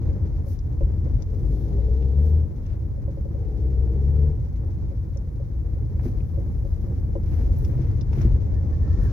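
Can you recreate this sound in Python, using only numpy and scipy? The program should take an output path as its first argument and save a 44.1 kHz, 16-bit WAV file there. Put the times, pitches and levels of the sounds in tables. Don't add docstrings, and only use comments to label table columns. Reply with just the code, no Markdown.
import sys
import numpy as np
from scipy import signal
from scipy.fft import rfft, irfft
from scipy.io import wavfile
from scipy.ndimage import uniform_filter1d

SR = 44100
rng = np.random.default_rng(int(sys.argv[2]) if len(sys.argv) > 2 else 0)


def unload_wav(signal):
    wavfile.write(
        sys.argv[1],
        SR,
        np.round(np.clip(np.atleast_2d(signal).T, -1, 1) * 32767).astype(np.int16),
    )


N = 402191
T, HZ = np.arange(N) / SR, np.fft.rfftfreq(N, 1 / SR)

# pitch_hz, likeness (1 same, 0 unrelated, -1 opposite)
LIKENESS = [(35, 1), (70, 0.75), (130, 0.99), (290, 0.61), (600, 0.28), (1200, -0.29), (3000, 0.068)]
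# pitch_hz, difference_db
LEFT_LEAN = [(30, 5), (70, 1.5), (140, -1), (300, 3), (550, 0), (1200, 1), (4300, 5), (7000, 13),
             (12000, 1.5)]
# pitch_hz, level_db (per Hz)
HISS_COLOUR = [(300, -7), (1000, 17), (2150, 1.5), (2700, -12.5), (5800, -4), (8300, -7.5), (11500, -1.5),
               (15500, -2)]
# pitch_hz, level_db (per Hz)
CHATTER_COLOUR = [(900, -5), (2100, 3), (2750, -6), (3900, -4), (5900, -3.5), (6800, -9), (8300, -35),
                  (11500, -14.5), (15500, -16.5)]
# middle_s, length_s, rattle_db, rustle_db
JOLTS = [(2.698, 0.16, -54, -92), (6.066, 0.1, -50.5, -64), (7.375, 0.24, -52, -67.5),
         (7.628, 0.27, -58, -64), (7.875, 0.37, -53, -71.5), (8.21, 0.18, -54, -62.5)]
# pitch_hz, level_db (per Hz)
JOLT_COLOUR = [(200, -12), (340, 4.5), (600, -8), (1200, -12.5), (2000, -14), (3000, -24.5), (6000, -28),
               (8000, -50.5)]
# middle_s, length_s, level_db
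RUSTLES = [(0.51, 0.12, -59), (1.55, 0.48, -68), (2.27, 0.15, -66), (6.6, 2.1, -73), (9.05, 0.093, -63)]
# pitch_hz, level_db (per Hz)
RUSTLE_COLOUR = [(3000, -17.5), (6000, -3.5), (8300, -21), (10000, -7.5), (12000, -5.5), (15500, -9.5)]
# pitch_hz, level_db, join_s
WHINE_TONES = [(1050, -68.5, 8.83), (1105, -66.5, 8.64), (1338, -67, 8.84), (1468, -65.5, 9.0),
               (1615, -66, 8.97)]
# start_s, end_s, level_db (of the lower tone)
SQUEAL_BURSTS = [(8.552, 8.59, -66), (8.716, 8.75, -67.5), (8.822, 8.885, -66), (8.9, 8.94, -63),
                 (8.955, 8.995, -68.5), (9.008, 9.065, -64)]
# low_hz, high_hz
SQUEAL_PAIR = (1752, 1855)
# start_s, level_db
CRUNCHES = [(2.703, -60), (4.163, -57.5), (5.995, -47), (6.058, -50), (7.327, -49), (7.41, -51),
            (7.797, -56), (8.131, -42.5)]
# pitch_hz, level_db (per Hz)
GRIT_COLOUR = [(450, 2.5), (900, 1), (2200, -8), (2900, -18)]
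# start_s, level_db, centre_hz (of the blow), spread_octaves
TICKS = [(0.589, -54, 5100, 0.37), (1.222, -48.5, 5800, 0.56), (2.025, -57, 2600, .7),
         (2.663, -58.5, 5000, 0.83), (5.173, -52.5, 5850, .13), (6.205, -56.5, 2370, .2),
         (7.583, -51.5, 13800, .25), (7.648, -49.5, 4800, 0.76), (8.011, -47.5, 4500, .4),
         (8.132, -54, 3600, .9), (8.216, -53, 6100, .15)]
TRIM_MODES = [2156, 2430, 2800, 3540, 4970, 5340, 5540, 5900, 6370, 11800, 13250]
# time_s, level_db
KNOCKS = [(0.107, -42), (0.467, -40.5), (0.81, -28.5), (1.067, -39.5), (1.783, -41), (1.883, -40.5),
          (2.977, -41), (3.081, -33), (3.174, -36.5), (3.255, -36.5), (3.348, -39.5), (4.914, -40),
          (5.162, -38), (5.401, -38.5), (6.024, -43.5), (6.377, -33), (6.652, -37), (6.878, -43.5),
          (7.155, -27)]
# low_hz, high_hz
CLACK_BAND = (250, 900)
# pitch_hz, level_db, fade_s (to fall 60 dB)
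PANEL_MODES = [(340, -1.5, 0.1), (465.3, -8, 0.14), (540, 4, 0.055), (710, -10.5, 0.015),
               (1040, -11.5, 0.043), (1310, -23, 0.05)]
# time_s, firing_rate_hz
ENGINE_SPEED = [(1.25, 44.5), (1.4, 47.07), (1.64, 54.7), (1.92, 61.84), (2.07, 66), (2.2, 72.5),
                (2.39, 79.16), (2.5, 74.83), (3.32, 56.9), (3.6, 62.56), (3.94, 66.22), (4.09, 70.74),
                (4.28, 74), (4.4, 70.7)]
# down_s, up_s, growl_db, boom_db, intake_hiss_db
PRESSES = [(1.236, 2.369, -41, -22, -72), (3.32, 4.254, -41.5, -22.5, -80)]
# order (multiple of the firing rate), level_db
EXHAUST_ORDERS = [(1, 5), (2, -12.5), (3, -21), (4, -27.5), (5, -26), (6, -26.5), (7, -28)]
# pitch_hz, gain_db
CABIN_GAIN = [(45, -2.5), (54, -9.5), (64, -3), (78, -1), (100, -7), (125, -7), (145, 6.5), (170, -11.5),
              (200, -1.5), (330, -1.5), (370, -11.5), (420, 3), (480, -2.5), (560, -10.5)]
# pitch_hz, level_db (per Hz)
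GROWL_COLOUR = [(130, -3.5), (220, -0.5), (300, 2), (375, -0.5), (440, 4.5), (520, -4.5), (640, -14.5),
                (820, -11.5), (950, -24), (2400, -33.5)]
# start_s, level_db, hardness_db_per_octave
BUMPS = [(0.822, -15, -9.5), (1.024, -20.5, -1.5), (1.135, -14, -13), (5.724, -20, -5.5),
         (5.945, -18.5, -4), (6.01, -29, 3.5), (6.056, -24.5, 5.5), (6.088, -20.5, 0), (7.312, -15.5, -4),
         (7.79, -26, 4.5), (8.175, -22, 4), (8.247, -11.5, -1), (8.323, -18, -8.5)]
# pitch_hz, level_db, fade_s (to fall 60 dB)
CHASSIS_MODES = [(57.7, 5.5, 0.2), (81.6, -0.5, 0.36), (130.6, -1.5, 0.24), (234, -6.5, 0.097),
                 (333, -12.5, 0.1), (403, -20, 0.074)]
# time_s, level_db
ROUGHNESS = [(0, 3.5), (0.55, -1.5), (1.18, 2), (1.28, -2), (1.45, 0.5), (2.4, -2.5), (2.9, -2),
             (4.7, -0.5), (5.27, -3.5), (5.9, -0.5), (7.15, 1), (7.45, 3.5), (8.03, 2.5), (8.36, 5),
             (8.51, 2.5), (9.05, 5)]
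# pitch_hz, level_db (per Hz)
BOOM_COLOUR = [(20, -32), (26, -21.5), (31, -5.5), (38, -2.5), (50, 2), (62, 1), (78, 2), (100, -2),
               (135, -6.5), (165, -18.5), (260, -26)]
# pitch_hz, level_db (per Hz)
ROAR_COLOUR = [(150, -11), (183, -1), (210, -10.5), (270, -9.5), (326, -8), (380, -14), (450, -14),
               (560, -19), (640, -26), (800, -27), (1280, -38), (2150, -44), (2750, -58)]

GROWL_RISE_S, BOOM_RISE_S, RELEASE_S = 0.087, 0.34, 0.15


def gain_of(db):
    return 10 ** (np.asarray(db) / 20)


def evened(x):
    return x / np.sqrt(np.mean(x ** 2) + 1e-20)


def read(points):
    hz, value = np.transpose(points)
    return np.interp(np.log(HZ + 1), np.log(hz + 1), value)


def coloured(x, points, skirt_db=30):
    inside_hz = np.clip(HZ + 1, points[0][0], points[-1][0])
    octaves_outside = abs(np.log2((HZ + 1) / inside_hz))
    return evened(irfft(rfft(x) * gain_of(read(points) - skirt_db * octaves_outside), N))


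def noise():
    return rng.standard_normal((2, N))


def wander(rate_hz):
    t = np.arange(N // 32 + 1) * 32 / SR
    hz = np.fft.rfftfreq(len(t), t[1])
    spectrum = rfft(rng.standard_normal(len(t))) / (1 + (hz / rate_hz) ** 4)
    return evened(np.interp(T, t, irfft(spectrum, len(t))))


def panned(db):
    return gain_of(np.array([[.5], [-.5]]) * db)


def cabin(pair):
    a, b = rfft(pair)
    same = np.clip(read(LIKENESS), -1, 1)
    mid, side = np.sqrt(1 + same) * a, np.sqrt(1 - same) * b
    return irfft(np.array([mid + side, mid - side]) * panned(read(LEFT_LEAN)), N)


def add(mix, s, sound):
    part = mix[..., max(round(s * SR), 0):][..., :sound.shape[-1]]
    part += sound[..., :part.shape[-1]]


def patter(per_s, spread_db, t60):
    sizes = gain_of(spread_db * np.minimum(rng.exponential(1, N), 4))
    blows = sizes * (rng.random(N) < per_s / SR)
    power = signal.lfilter([1], [1, -gain_of(-120 / (t60 * SR))], blows ** 2)
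    return evened(np.sqrt(power))


def swells(rows):
    return sum(gain_of(db) * np.exp(-abs(2 * (T - s) / length) ** 3 * 2) for s, length, db in rows)


def shaking(follow):
    return gain_of(follow * np.interp(T, *np.transpose(ROUGHNESS)))


def pedal(down, up, rise_s):
    return np.clip((T - down) / rise_s, 0, 1) * np.clip(1 - (T - up) / RELEASE_S, 0, 1)


def thin_tone(hz):
    waver_hz, flutter_db = 13, 3
    turns = np.cumsum(hz + waver_hz * wander(25)) / SR + rng.random((2, 1)) / 4
    return np.sqrt(2) * np.cos(2 * np.pi * turns) * gain_of(flutter_db * wander(60))


def fittings():
    chatter_db, chatter_follow, hiss_db, buzz_db = -69.0, 0.94, -68.0, -73
    unrest, rustle_flutter = 0.48, .15
    contacts = evened(1 - unrest + unrest * patter(per_s=110, spread_db=3.3, t60=0.1))
    chatter = coloured(cabin(noise() * contacts), CHATTER_COLOUR)
    rattle = coloured(cabin(noise() * patter(per_s=600, spread_db=1.5, t60=0.04)), JOLT_COLOUR)
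    rustle = coloured(noise() * (1 + rustle_flutter * wander(60)), RUSTLE_COLOUR) * panned(1.5)
    buzz = gain_of(buzz_db) * sum(pedal(down, up, GROWL_RISE_S) for down, up, *_ in PRESSES)
    drive = np.hypot(gain_of(chatter_db) * shaking(chatter_follow), buzz)
    jolts = swells((s, length, db) for s, length, db, _ in JOLTS)
    sliding = swells(RUSTLES) + swells((s, length, db) for s, length, _, db in JOLTS)
    hiss = gain_of(hiss_db) * coloured(noise(), HISS_COLOUR)
    return chatter * drive + rattle * jolts + rustle * sliding + hiss


def whine():
    join_s, rasp_db, rasp_db_per_s, rasp_full_s = .04, -58, 35, 9.15
    tones = sum(thin_tone(hz) * gain_of(db) * np.clip((T - join) / join_s, 0, 1)
                for hz, db, join in WHINE_TONES)
    rasp = coloured(cabin(noise()), CHATTER_COLOUR)
    return tones + rasp * gain_of(rasp_db - rasp_db_per_s * np.maximum(rasp_full_s - T, 0))


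def squeal():
    attack_s, release_s, upper_db = 0.0067, .016, -2
    bursts = np.zeros(N)
    for start, end, db in SQUEAL_BURSTS:
        fade_in = np.clip((T - start) / attack_s, 0, 1)
        fade_out = np.clip(1 - (T - end) / release_s, 0, 1)
        bursts += gain_of(db) * fade_in * fade_out
    low, high = (thin_tone(hz) for hz in SQUEAL_PAIR)
    return (low + gain_of(upper_db) * high) * bursts


def scrape():
    peak_s, peak_db, rise_db_per_s, fall_db_per_s = 8.216, -43, 130, 150
    slips = coloured(cabin(noise() * patter(per_s=400, spread_db=1.5, t60=.04)), JOLT_COLOUR)
    below_db = np.maximum(rise_db_per_s * (peak_s - T), fall_db_per_s * (T - peak_s))
    return slips * gain_of(peak_db - below_db)


def grit():
    crunch_t60 = .075
    grains = coloured(cabin(noise() * patter(per_s=500, spread_db=3, t60=.012)), GRIT_COLOUR)
    t, crunches = np.arange(SR // 2) / SR, np.zeros(N)
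    for s, db in CRUNCHES:
        add(crunches, s, gain_of(db - 60 * t / crunch_t60))
    return grains * crunches


def ticks():
    ring_t60, crack_t60, crack = .042, 0.037, 0.58
    t, out = np.arange(SR // 5) / SR, np.zeros((2, N))
    hz, mode_hz = np.fft.rfftfreq(len(t), 1 / SR) + 1, np.array(TRIM_MODES)[:, None]
    for s, db, centre_hz, spread in TICKS:
        def reach(f):
            return np.exp(-(np.log2(f / centre_hz) / spread) ** 2 / 2)
        phase = rng.random((2, len(mode_hz), 1))
        modes = reach(mode_hz) * np.sin(2 * np.pi * (mode_hz * t + phase))
        ring = evened(modes.sum(1)) * gain_of(-60 * t / ring_t60)
        plastic = np.interp(hz, HZ, gain_of(read(CHATTER_COLOUR))) * np.sqrt(reach(hz))
        snap = evened(irfft(rfft(rng.standard_normal((2, len(t)))) * plastic, len(t)))
        snap *= gain_of(-60 * t / crack_t60)
        add(out, s, (ring + crack * snap) * gain_of(db))
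    return out * panned(7)


def knocks():
    boost_db, bright_db, bounce_s, bounce = 2.0, 0.8, .009, 0.44
    clack_db, clack_t60, tail_db, tail_t60 = -15, 0.0098, -19, 0.087
    left_lag_s, contact_s = 0.00034, .0015
    t, out = np.arange(SR // 5) / SR, np.zeros((2, N))
    faint = [(s, -48) for s in rng.uniform(0, N / SR, size=6)]
    hardest_db = max(db for _, db in KNOCKS)
    clack_filter = signal.butter(2, CLACK_BAND, "bandpass", fs=SR)
    for s, db in list(KNOCKS) + faint:
        tilt_db = bright_db * (db - hardest_db)
        ring = np.zeros(len(t))
        for hz, level, t60 in PANEL_MODES:
            detuned_hz = hz * (1 + .008 * rng.standard_normal())
            octaves_off = abs(np.log2(hz / PANEL_MODES[2][0]))
            ring += gain_of(level + tilt_db * octaves_off - 60 * t / t60) * np.sin(2 * np.pi * detuned_hz * t)
        ring *= 1 - np.exp(-t / contact_s)
        clack = evened(signal.lfilter(*clack_filter, rng.standard_normal(len(t))))
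        clack *= gain_of(clack_db + tilt_db - 60 * t / clack_t60)
        knock = (ring + clack) * gain_of(db + boost_db)
        echoes = rng.standard_normal((2, len(t))) * gain_of(tail_db - 60 * t / tail_t60) / np.sqrt(SR / 1000)
        for channel, delay in enumerate([left_lag_s, 0]):
            start = s - contact_s + delay
            tail = signal.fftconvolve(knock, echoes[channel])[:len(t)] / 2
            add(out[channel], start, knock + tail)
            add(out[channel], start + bounce_s, bounce * knock)
    return out


def intake():
    air = coloured(cabin(noise()), [(3400, 0), (5000, -3)], skirt_db=23.0)
    return air * sum(gain_of(db) * pedal(down, up, BOOM_RISE_S) for down, up, *_, db in PRESSES)


def engine(down, up, growl_db, boom_db):
    waver, jitter, unrest, flutter = 0.0053, .014, .1, .08
    half_order, quarter_order, puff_db = 0.63, 0.58, -4
    hz = np.interp(T, *np.transpose(ENGINE_SPEED))
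    turns = np.cumsum(hz * (1 + waver * wander(14))) / SR + jitter * wander(22)
    exhaust = np.zeros(N)
    for order, db in EXHAUST_ORDERS:
        k = round(order)
        gain = np.sqrt(2) * gain_of(db + np.interp(k * hz, *np.transpose(CABIN_GAIN)))
        tone = gain * np.cos(2 * np.pi * (k * turns + rng.random()))
        exhaust += tone * (1 + flutter * (order - 1) * wander(9.1))
    exhaust *= 1 + unrest * wander(1.7)
    cycle = np.linspace(0, 1, num=2048)
    weights = [1, quarter_order, half_order, quarter_order]
    orders = sum(weights[k % 4] * np.cos(2 * np.pi * (k * cycle + rng.random())) for k in range(10, 60))
    firings = evened(np.interp(turns / 4 % 1, cycle, orders))
    puffs = evened(0.23 + np.exp(-(turns % 1) / .3)) * noise()
    bay = coloured(cabin(np.array([firings, np.zeros(N)])), GROWL_COLOUR)
    bay += gain_of(puff_db) * coloured(cabin(puffs), GROWL_COLOUR)
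    growl = evened(bay) * gain_of(growl_db + 5 * np.log2(hz / 74.4))
    boom = gain_of(boom_db) * pedal(down, up, BOOM_RISE_S)
    return exhaust * boom * panned(3.8) + growl * pedal(down, up, GROWL_RISE_S)


def bumps():
    t, out = np.arange(SR // 2) / SR, np.zeros(N)
    for s, db, hardness_db in BUMPS:
        ring = np.zeros(len(t))
        for hz, level, t60 in CHASSIS_MODES:
            hardness = hardness_db * np.log2(hz / CHASSIS_MODES[0][0])
            tone = np.sin(2 * np.pi * hz * rng.uniform(0.86, 1.08) * t)
            soft_start = 1 - np.exp(-(2 * hz * t) ** 2)
            ring += gain_of(level + hardness - 60 * t / t60) * tone * soft_start
        add(out, s, ring * gain_of(db))
    return out * panned(2)


def road():
    boom_db, roar_db, roar_follow, slap_share = -24.0, -41, 0.98, 0.42
    body = coloured(cabin(noise()), BOOM_COLOUR)
    body /= uniform_filter1d((body ** 2).mean(0), size=9000) ** 0.2
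    slaps = evened(1 - slap_share + slap_share * patter(per_s=63, spread_db=3.0, t60=0.17))
    tyres = coloured(cabin(noise() * slaps), ROAR_COLOUR)
    drumming = evened(body) * gain_of(boom_db) * shaking(1.0)
    return drumming + tyres * gain_of(roar_db) * shaking(roar_follow)


def scene():
    background = fittings() + whine() + squeal() + scrape() + grit() + ticks() + knocks()
    motor = intake() + sum(engine(*press) for *press, hiss_db in PRESSES)
    return background + motor + bumps() + road()


def record(dry):
    lowpass = signal.firwin(511, 15800, window=("kaiser", 9), fs=SR)
    return signal.oaconvolve(dry, lowpass[None], "same")


dry = scene()
out = record(dry)
unload_wav(out)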